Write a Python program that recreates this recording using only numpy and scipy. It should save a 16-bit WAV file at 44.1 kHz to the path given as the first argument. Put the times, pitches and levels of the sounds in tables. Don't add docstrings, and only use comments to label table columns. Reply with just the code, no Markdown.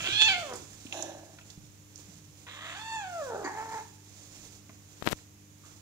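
import sys
import numpy as np
from scipy import signal
from scipy.fft import rfft, irfft
from scipy.io import wavfile
from scipy.ndimage import uniform_filter1d

SR = 44100
rng = np.random.default_rng(int(sys.argv[2]) if len(sys.argv) > 2 else 0)


def store_wav(level_fs):
    pcm = np.round(np.clip(np.atleast_2d(level_fs), -1, 1) * 32767)
    wavfile.write(sys.argv[1], SR, pcm.T.astype(np.int16))


N = 256220
TIME = np.arange(N) / SR
FREQS = np.maximum(np.fft.rfftfreq(2 ** 18, 1 / SR), 1)

# f/Hz, level/dB per Hz
WAIL_OVERTONES = [(2500, -50), (3500, -4), (4400, 5), (5300, -6), (6300, 2), (7300, 4), (8500, -6.5),
                  (11000, -23), (15000, -24)]


def from_db(db):
    return 10 ** (np.asarray(db) / 20)


def rms_one(x):
    return x / np.sqrt(np.mean(x ** 2) + 1e-20)


def in_time(rows):
    times, *columns = np.transpose(rows)
    return [np.interp(TIME, times, column) for column in columns]


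def during(rows):
    start, end = rows[0][0], rows[-1][0]
    return np.interp(TIME, [start - .01, start, end, end + .015], [0, 1, 1, 0])


def over_hz(points):
    hz, value = np.transpose(points)
    return np.interp(np.log(FREQS), np.log(hz), value)


def filtered(x, gain):
    spectrum = rfft(x, 2 * len(FREQS) - 2)
    return irfft(spectrum * gain)[..., :N]


def noise(spectrum):
    return rms_one(filtered(rng.standard_normal(N), from_db(over_hz(spectrum))))


def drift(rate_hz):
    return rms_one(filtered(rng.standard_normal(N), 1 / (1 + (FREQS / rate_hz) ** 2)))


def swell(s, hold_s, rise_s, fall_s):
    away = np.maximum(s - TIME, 0) / rise_s + np.maximum(TIME - s - hold_s, 0) / fall_s
    return from_db(-20 * np.minimum(away, 10))


def resonance(x, hz, width_hz):
    radius = np.exp(-np.pi * width_hz / SR)
    zeros = np.array([1, 0, -1]) * (1 - radius ** 2) / 2
    poles = [1, -2 * radius * np.cos(2 * np.pi * hz / SR), radius ** 2]
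    return signal.lfilter(zeros, poles, x + 1e-18)


def moving_resonance(x, hz, width_hz):
    turn = np.exp(2j * np.pi * np.cumsum(hz) / SR)
    low_pass = signal.butter(2, width_hz / 2, fs=SR, output="sos")
    return np.real(turn * signal.sosfilt(low_pass, x / turn))


def evened(x):
    power = np.abs(uniform_filter1d(x * x, int(.03 * SR)))
    return x / np.sqrt(power + 1e-12)


def hoarseness(pitch_hz, catch_s, settle_s, hoarse, clear, creak, creak_hz, creak_span_hz):
    starting = np.clip((catch_s - TIME) / settle_s, 0, 1)
    sinking = np.clip((creak_hz - pitch_hz) / creak_span_hz, 0, 1)
    return clear + np.maximum(hoarse * starting, creak * sinking)


def larynx(pitch_hz, rough, jitter, rasp, subharmonic, slope_db):
    rough = np.clip(rough, 0, 1)
    jittered_hz = pitch_hz * (1 + jitter * (rough + 0.0997) * drift(111.1))
    phase = 2 * np.pi * np.cumsum(jittered_hz) / SR
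    turn = np.exp(1j * phase)
    tone, partial = np.zeros(N), np.ones(N, complex)
    shimmer = drift(16)
    for k in range(1, 17):
        partial = partial * turn
        waver_db = min(.6 * k, 4) * np.roll(shimmer, k * N // 17)
        tone += from_db(slope_db * np.log2(k) + waver_db) * partial.real
    rattle = np.cos(phase / 2 + drift(38)) + np.cos(phase / 5 + 2 * drift(16.7))
    tone = rms_one(tone) * (1 + subharmonic * rough * rattle)
    puffs = rng.standard_normal(N) * (1 + 1.33 * np.cos(phase))
    flutter = from_db(2.5 * np.sqrt(rough) * drift(140))
    return flutter * ((1 - .75 * rough) * tone + rasp * (rough ** 2 + .15) * puffs)


def cry(source, pitch_hz, jaw, tract, overtone_spectrum, overtone_db):
    jaw = np.clip(jaw, 0, 1)
    out, gains = 0, []
    for shut_hz, open_hz, width_hz, shut_db, open_db in tract:
        gain = from_db(shut_db + jaw * (open_db - shut_db))
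        centre_hz = shut_hz + jaw * (open_hz - shut_hz)
        out = out + gain * evened(moving_resonance(source, centre_hz, width_hz))
        gains.append(gain)
    overtones = evened(filtered(source, from_db(over_hz(overtone_spectrum))))
    overtones = from_db(overtone_db) * (pitch_hz / pitch_hz.max()) ** 2 * overtones
    mouth_gain = gains[-1]
    return (out + mouth_gain * overtones) / np.linalg.norm(gains, axis=0)


def yowl(strain, strain_range_db):
    # t/s, f/Hz
    pitch_curve = [(0, 685.4), (.09, 736), (.13, 813.2), (.272, 886.6), (.29, 802), (.335, 729), (.4, 703),
                   (.5, 508.6), (.63, 419.4)]
    # t/s, level/dB
    effort_curve = [(0.0, -36.5), (0.032, -39.5), (0.066, -30), (0.092, -33), (0.19, -27.5), (0.22, -18.5),
                    (0.242, -25.5), (0.29, -23), (0.358, -33), (0.482, -46), (0.522, -37), (0.63, -71)]
    # t/s, opening/0-1
    jaw_curve = [(.05, 0.77), (.12, 0.95), (.225, 0.95), (.3, 0.7), (.345, 0.6), (.41, 0), (.63, 0)]
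    # shut f/Hz, open f/Hz, width/Hz, shut level/dB, open level/dB (relative)
    tract = [(722, 760, 690, 0.5, -16.5), (1110, 1784, 450, -7, -11), (1480, 3330, 880, -12.5, 2)]
    # f/Hz, level/dB per Hz
    overtone_spectrum = [(2500, -68), (3600, 2), (4250, 3), (4800, -2), (5300, -8), (6000, -5.5),
                         (7100, -8), (8500, -20), (11000, -27), (15000, -40)]
    (pitch_hz,), (effort_db,), (jaw,) = in_time(pitch_curve), in_time(effort_curve), in_time(jaw_curve)
    rough = hoarseness(pitch_hz, catch_s=.16, settle_s=.08, hoarse=.55, clear=.15,
                       creak=.6, creak_hz=560, creak_span_hz=50)
    rough = rough + strain * np.clip(1 + (effort_db - effort_db.max()) / strain_range_db, 0, 1)
    folds = larynx(pitch_hz, rough, jitter=.075, rasp=.7, subharmonic=1.0, slope_db=-3.0)
    voice = cry(folds, pitch_hz, jaw, tract, overtone_spectrum, overtone_db=-4.0)
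    return during(pitch_curve) * from_db(effort_db + 1.5) * voice


def growl(voice_db, hiss_db):
    # f/Hz, width of one pass/Hz, relative level/dB
    throat = [(327, 60, 4.5), (628, 178, 2.5), (750, 130, -2), (1643, 220, -9.5)]
    # f/Hz, level/dB per Hz
    spit_spectrum = [(1800, -33), (2700, -1), (3300, -5.5), (3900, 0), (4900, -18), (5800, 1), (6700, -1),
                     (7700, -14), (11000, -17), (15000, -25)]
    peak_s = 0.94
    source = larynx(np.full(N, 335.), 0.65, jitter=0.0617, rasp=1.1, subharmonic=0.46, slope_db=8.0)
    voice = sum(from_db(db) * resonance(resonance(source, hz, width_hz), hz, width_hz)
                for hz, width_hz, db in throat)
    voice = evened(voice) * from_db(1.1 * drift(33))
    hiss = noise(spit_spectrum) * from_db(1.5 * drift(50))
    voice_envelope = swell(peak_s, hold_s=0.08, rise_s=0.03, fall_s=0.3)
    hiss_envelope = swell(peak_s, hold_s=0.066, rise_s=0.038, fall_s=0.19)
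    return from_db(voice_db) * voice_envelope * voice + from_db(hiss_db) * hiss_envelope * hiss


def wail():
    # t/s, f/Hz
    pitch_curve = [(2.472, 468.1), (2.68, 665), (2.745, 733.6), (2.805, 868), (2.89, 902), (2.985, 865),
                   (3.05, 760), (3.18, 668), (3.25, 535), (3.35, 420), (3.435, 410)]
    # t/s, level/dB
    effort_curve = [(2.475, -46), (2.559, -48), (2.665, -41.5), (2.839, -45), (2.947, -36.5), (3.123, -43),
                    (3.141, -38.5), (3.223, -35.5), (3.245, -42.5), (3.359, -35), (3.367, -39.5),
                    (3.43, -40.5)]
    # t/s, opening/0-1
    jaw_curve = [(2.47, 0.8), (2.5, 1), (2.62, 0.83), (2.7, 0.87), (2.82, 0.85), (2.97, 0.73), (3.17, 0.33),
                 (3.4, 0.19)]
    # shut f/Hz, open f/Hz, width/Hz, shut level/dB, open level/dB (relative)
    tract = [(466, 1390, 365, 4.5, -1.5), (1160, 2000, 450, -7.5, 2.5), (2060, 3350, 1150, -28.5, 5.5)]
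    (pitch_hz,), (effort_db,), (jaw,) = in_time(pitch_curve), in_time(effort_curve), in_time(jaw_curve)
    rough = hoarseness(pitch_hz, catch_s=2.84, settle_s=.12, hoarse=.6, clear=.07,
                       creak=.62, creak_hz=500, creak_span_hz=70)
    folds = larynx(pitch_hz, rough, jitter=.085, rasp=.85, subharmonic=.8, slope_db=-4.0)
    voice = cry(folds, pitch_hz, jaw, tract, WAIL_OVERTONES, overtone_db=-1.5)
    return during(pitch_curve) * from_db(effort_db + 0.8) * voice


def grumble(pitch_hz, sag_hz, bark_db, bark_s, throb_hz, throb_db):
    # shut f/Hz, open f/Hz, width/Hz, shut level/dB, open level/dB (relative)
    tract = [(330, 330, 87, -21, 1), (923, 960, 336, -1.5, 0.5), (1494, 1870, 620, -8, -5.5),
             (1830, 1750, 460, -17, -8.5)]
    start_s, hold_s, level_db = 3.45, 0.36, -40.5
    age = np.maximum(TIME - start_s, 0)
    bark = np.exp(-age / bark_s)
    pitch = pitch_hz - sag_hz * bark
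    folds = larynx(pitch, .4 + .42 * bark, jitter=.085, rasp=.85, subharmonic=.9, slope_db=-1.5)
    effort_db = level_db + bark_db * bark + throb_db * np.cos(2 * np.pi * throb_hz * age)
    envelope = swell(start_s, hold_s, rise_s=0.013, fall_s=0.023)
    return envelope * from_db(effort_db) * cry(folds, pitch, bark, tract, WAIL_OVERTONES, overtone_db=-10)


def scuffle():
    # t/s, level/dB (peak ahead of attack and decay), f/Hz, decay by 60 dB/s
    thumps = [(.015, -36, 139, 0.078), (0.086, -31, 346, 0.062), (0.124, -37, 112, 0.18),
              (0.233, -41.5, 107, 0.28), (.535, -38, 369, 0.092), (0.623, -29.5, 337, 0.016),
              (0.853, -31.5, 254, 0.039), (1.576, -30, 148, 0.028), (1.636, -43.5, 133, 0.13),
              (2.083, -48.5, 182, 0.17), (2.151, -47.5, 161, 0.22), (2.279, -50.5, 141, 0.15),
              (4.693, -41, 224, 0.045)]
    # t/s, starting level/dB, f/Hz, width of one pass/Hz, decay by 60 dB/s
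    ringing_bursts = [(.535, -42, 6000, 4500, .1), (.556, -38, 7000, 3500, .07),
                      (.732, -56, 1100, 1200, .06), (.853, -49, 6500, 3000, .04),
                      (.866, -40, 2900, 800, .03), (.925, -29, 2900, 1100, .035),
                      (.926, -41, 6900, 400, .25), (.927, -45, 750, 400, .06),
                      (1.024, -23, 6500, 1100, .025), (1.386, -45.5, 1300, 2000, .05),
                      (1.412, -52, 2700, 900, .06), (1.502, -42, 4700, 4000, .035),
                      (1.958, -32.5, 6000, 1600, .012), (1.978, -35, 6600, 1500, .01),
                      (3.444, -44, 6600, 900, .25), (3.446, -46, 4550, 600, .17),
                      (4.694, -44, 700, 1200, .04), (5.187, -55, 1500, 2000, .07),
                      (5.635, -59, 1230, 500, .45)]
    # t/s at full strength, level/dB, 20 dB rise/s, 20 dB fall/s
    rubs = [(0, -41.5, .1, 1.2), (.85, -53, 0.14, 0.67), (1.48, -56, 0.15, 0.43), (2.0, -54.5, 0.13, 0.74),
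            (2.65, -59, 0.37, 4.5), (3.3, -53.5, 2.3, 1.7), (3.78, -50, 0.59, 0.23),
            (4.348, -51, 0.57, 0.53), (5.19, -56, 0.78, 0.11), (5.67, -52.5, 0.12, 0.24)]
    # f/Hz, level/dB per Hz
    fur_spectrum = [(300, 1.5), (1500, -10), (3000, -4), (4700, -3.5), (5900, 1.5), (6900, 4), (8500, -6),
                    (11000, -15.5), (15000, -11.5)]
    rest_db = -73.5
    rub_power = sum((from_db(db) * swell(s, 0, rise_s, fall_s)) ** 2 for s, db, rise_s, fall_s in rubs)
    rubbing = np.sqrt(from_db(rest_db) ** 2 + rub_power)
    out = rubbing * from_db(2.1 * drift(15.0)) * noise(fur_spectrum)
    age = np.arange(SR // 2) / SR
    for s, db, hz, t60 in thumps:
        attack = 1 - np.exp(-age / 0.0015)
        thud = np.sin(2 * np.pi * hz * age) * from_db(db - 60 * age / t60) * attack
        start = int(s * SR)
        out[start:][:len(age)] += thud[:N - start]
    for s, db, hz, width_hz, t60 in ringing_bursts:
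        white = rng.standard_normal(len(age))
        burst = rms_one(resonance(resonance(white, hz, width_hz), hz, width_hz))
        burst = burst * from_db(db - 60 * age / t60)
        start = int(s * SR)
        out[start:][:len(age)] += burst[:N - start]
    return out


def port_scrape(low_cut_hz, grains_per_s, rebound_hz, rise_s, fall_s, touch_db):
    # t/s, peak level/dB, width at half height/ms
    snags = [(5.0243, -16, 0.3), (5.044, -27, 0.11), (5.0658, -13, 0.3), (5.067, -16, 0.08),
             (5.074, -25, 0.2), (5.0743, -0.5, 0.16), (5.0774, -9.5, 0.13), (5.0838, -18, 0.28),
             (5.089, -12, 0.057), (5.1235, -9.5, 0.05), (5.128, -11.5, 0.082), (5.13, -12, 0.43)]
    # t/s, hold/s, coarse grain level/dB, fine friction level/dB
    drags = [(5.025, 0.0023, -40, -61), (5.066, .003, -33, -37), (5.076, .014, -37, -57),
             (5.113, 0.0063, -33, -36), (5.123, .008, -29.5, -45)]
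    # f/Hz, level/dB per Hz
    friction_spectrum = [(500, 12), (3000, -8), (7000, -2), (10000, -5.5), (14500, 1), (16000, -14)]
    pulses = 0
    for s, db, width_ms in snags:
        half_widths = 2000 * (TIME - s) / width_ms
        pulses = pulses - from_db(db) * np.exp(-np.minimum(np.log(2) * half_widths ** 2, 50))
    grains = -rng.exponential(1, N) * (rng.random(N) < grains_per_s / SR)
    grains = rms_one(signal.sosfilt(signal.butter(2, 3500, fs=SR, output="sos"), grains + 1e-18))
    friction = noise(friction_spectrum)
    touch_s = drags[1][0]
    touch = swell(touch_s, drags[-1][0] - touch_s, rise_s=0.1, fall_s=0.017)
    contact = pulses + from_db(touch_db) * touch * (grains + friction)
    for s, hold_s, coarse_db, fine_db in drags:
        rubbing = from_db(coarse_db) * grains + from_db(fine_db) * friction
        contact = contact + swell(s, hold_s, rise_s, fall_s) * rubbing
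    rebound = resonance(resonance(contact, rebound_hz, 330), rebound_hz, 340)
    high_pass = signal.butter(2, low_cut_hz, "high", fs=SR, output="sos")
    return signal.sosfilt(high_pass, contact + 0.74 * rebound)


def room(x, wet_db, wall_hz):
    t60_s = 0.47
    age = np.arange(int(.7 * SR)) / SR
    tail = rng.standard_normal((2, len(age))) * from_db(-60 * age / t60_s) * (age > .004)
    tail = signal.sosfilt(signal.butter(1, wall_hz, fs=SR, output="sos"), tail)
    tail /= np.sqrt(np.sum(tail ** 2) / 2 * SR / (np.pi * wall_hz))
    return from_db(wet_db) * signal.fftconvolve(x[None], tail, axes=1)[:, :N]


def background(air_db):
    # f/Hz, rms level/dB
    hum_lines = [(50, -82.5), (100, -59), (150, -67), (200, -68.5), (300, -65.5)]
    # f/Hz, level/dB per Hz
    air_spectrum = [(20, -59), (45, -16), (80, 4.5), (140, -1.5), (250, -6), (400, -8.5), (700, -17),
                    (1500, -19), (3000, -19.5), (4700, -23.5), (6800, -11), (8500, -28), (15000, -37.5)]
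    # f/Hz, correlation/0-1
    likeness = [(60, 0.51), (290, 0.59), (640, 0.13), (1400, 0), (15000, 0)]
    hum = 0
    for hz, db in hum_lines:
        gain = np.sqrt(2) * from_db(db + 0.25 * drift(0.77))
        hum = hum + gain * np.sin(2 * np.pi * (hz * TIME + rng.random()))
    alike = np.clip(over_hz(likeness), -1, 1)
    mid = filtered(noise(air_spectrum), np.sqrt((1 + alike) / 2))
    side = filtered(noise(air_spectrum), np.sqrt((1 - alike) / 2))
    return hum + from_db(air_db) * (mid + side * [[1], [-1]])


def scene():
    # f/Hz, phase lead/rad
    port_phase = [(100, 0.037), (500, 0.6), (1000, 0.69), (1900, 1.47), (2500, 1.21), (2950, 3.16),
                  (3500, 4.7), (4500, 5.1), (6000, 8.8), (7500, 8), (15000, 17)]
    # f/Hz, left minus right level/dB
    port_balance = [(100, -0.5), (1200, -2), (2200, 2), (2900, -5), (3500, -10.5), (4500, -15), (5800, -25),
                    (6800, -33), (8500, -17), (11000, -19), (15000, -4.5)]
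    kittens = (yowl(strain=0.26, strain_range_db=3) + growl(voice_db=-40.5, hiss_db=-44.0) + wail()
               + grumble(pitch_hz=442, sag_hz=74.2, bark_db=4.5, bark_s=.05, throb_hz=6.62, throb_db=4.0)
               + scuffle())
    left = filtered(kittens, np.exp(-1j * over_hz(port_phase)))
    direct = np.array([left, kittens])
    sound = direct + room(kittens, wet_db=-7.5, wall_hz=7000) + background(air_db=-59.0)
    ratio = from_db(over_hz(port_balance))
    port_gains = np.array([ratio, np.ones_like(ratio)]) * np.sqrt(2 / (1 + ratio ** 2))
    sound = filtered(sound, port_gains)
    scrape = port_scrape(low_cut_hz=39, grains_per_s=1600, rebound_hz=146,
                         rise_s=0.011, fall_s=.006, touch_db=-47)
    return sound + np.array([scrape, from_db(-12.0) * resonance(scrape, 7600, 1500)])


def record(dry):
    cutoff_hz = 15600
    hiss = from_db(-64.0) * rng.standard_normal((2, N))
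    low_pass = signal.ellip(10, .1, 80, cutoff_hz, fs=SR, output="sos")
    return signal.sosfilt(low_pass, dry + hiss)


dry = scene()
out = record(dry)
store_wav(out)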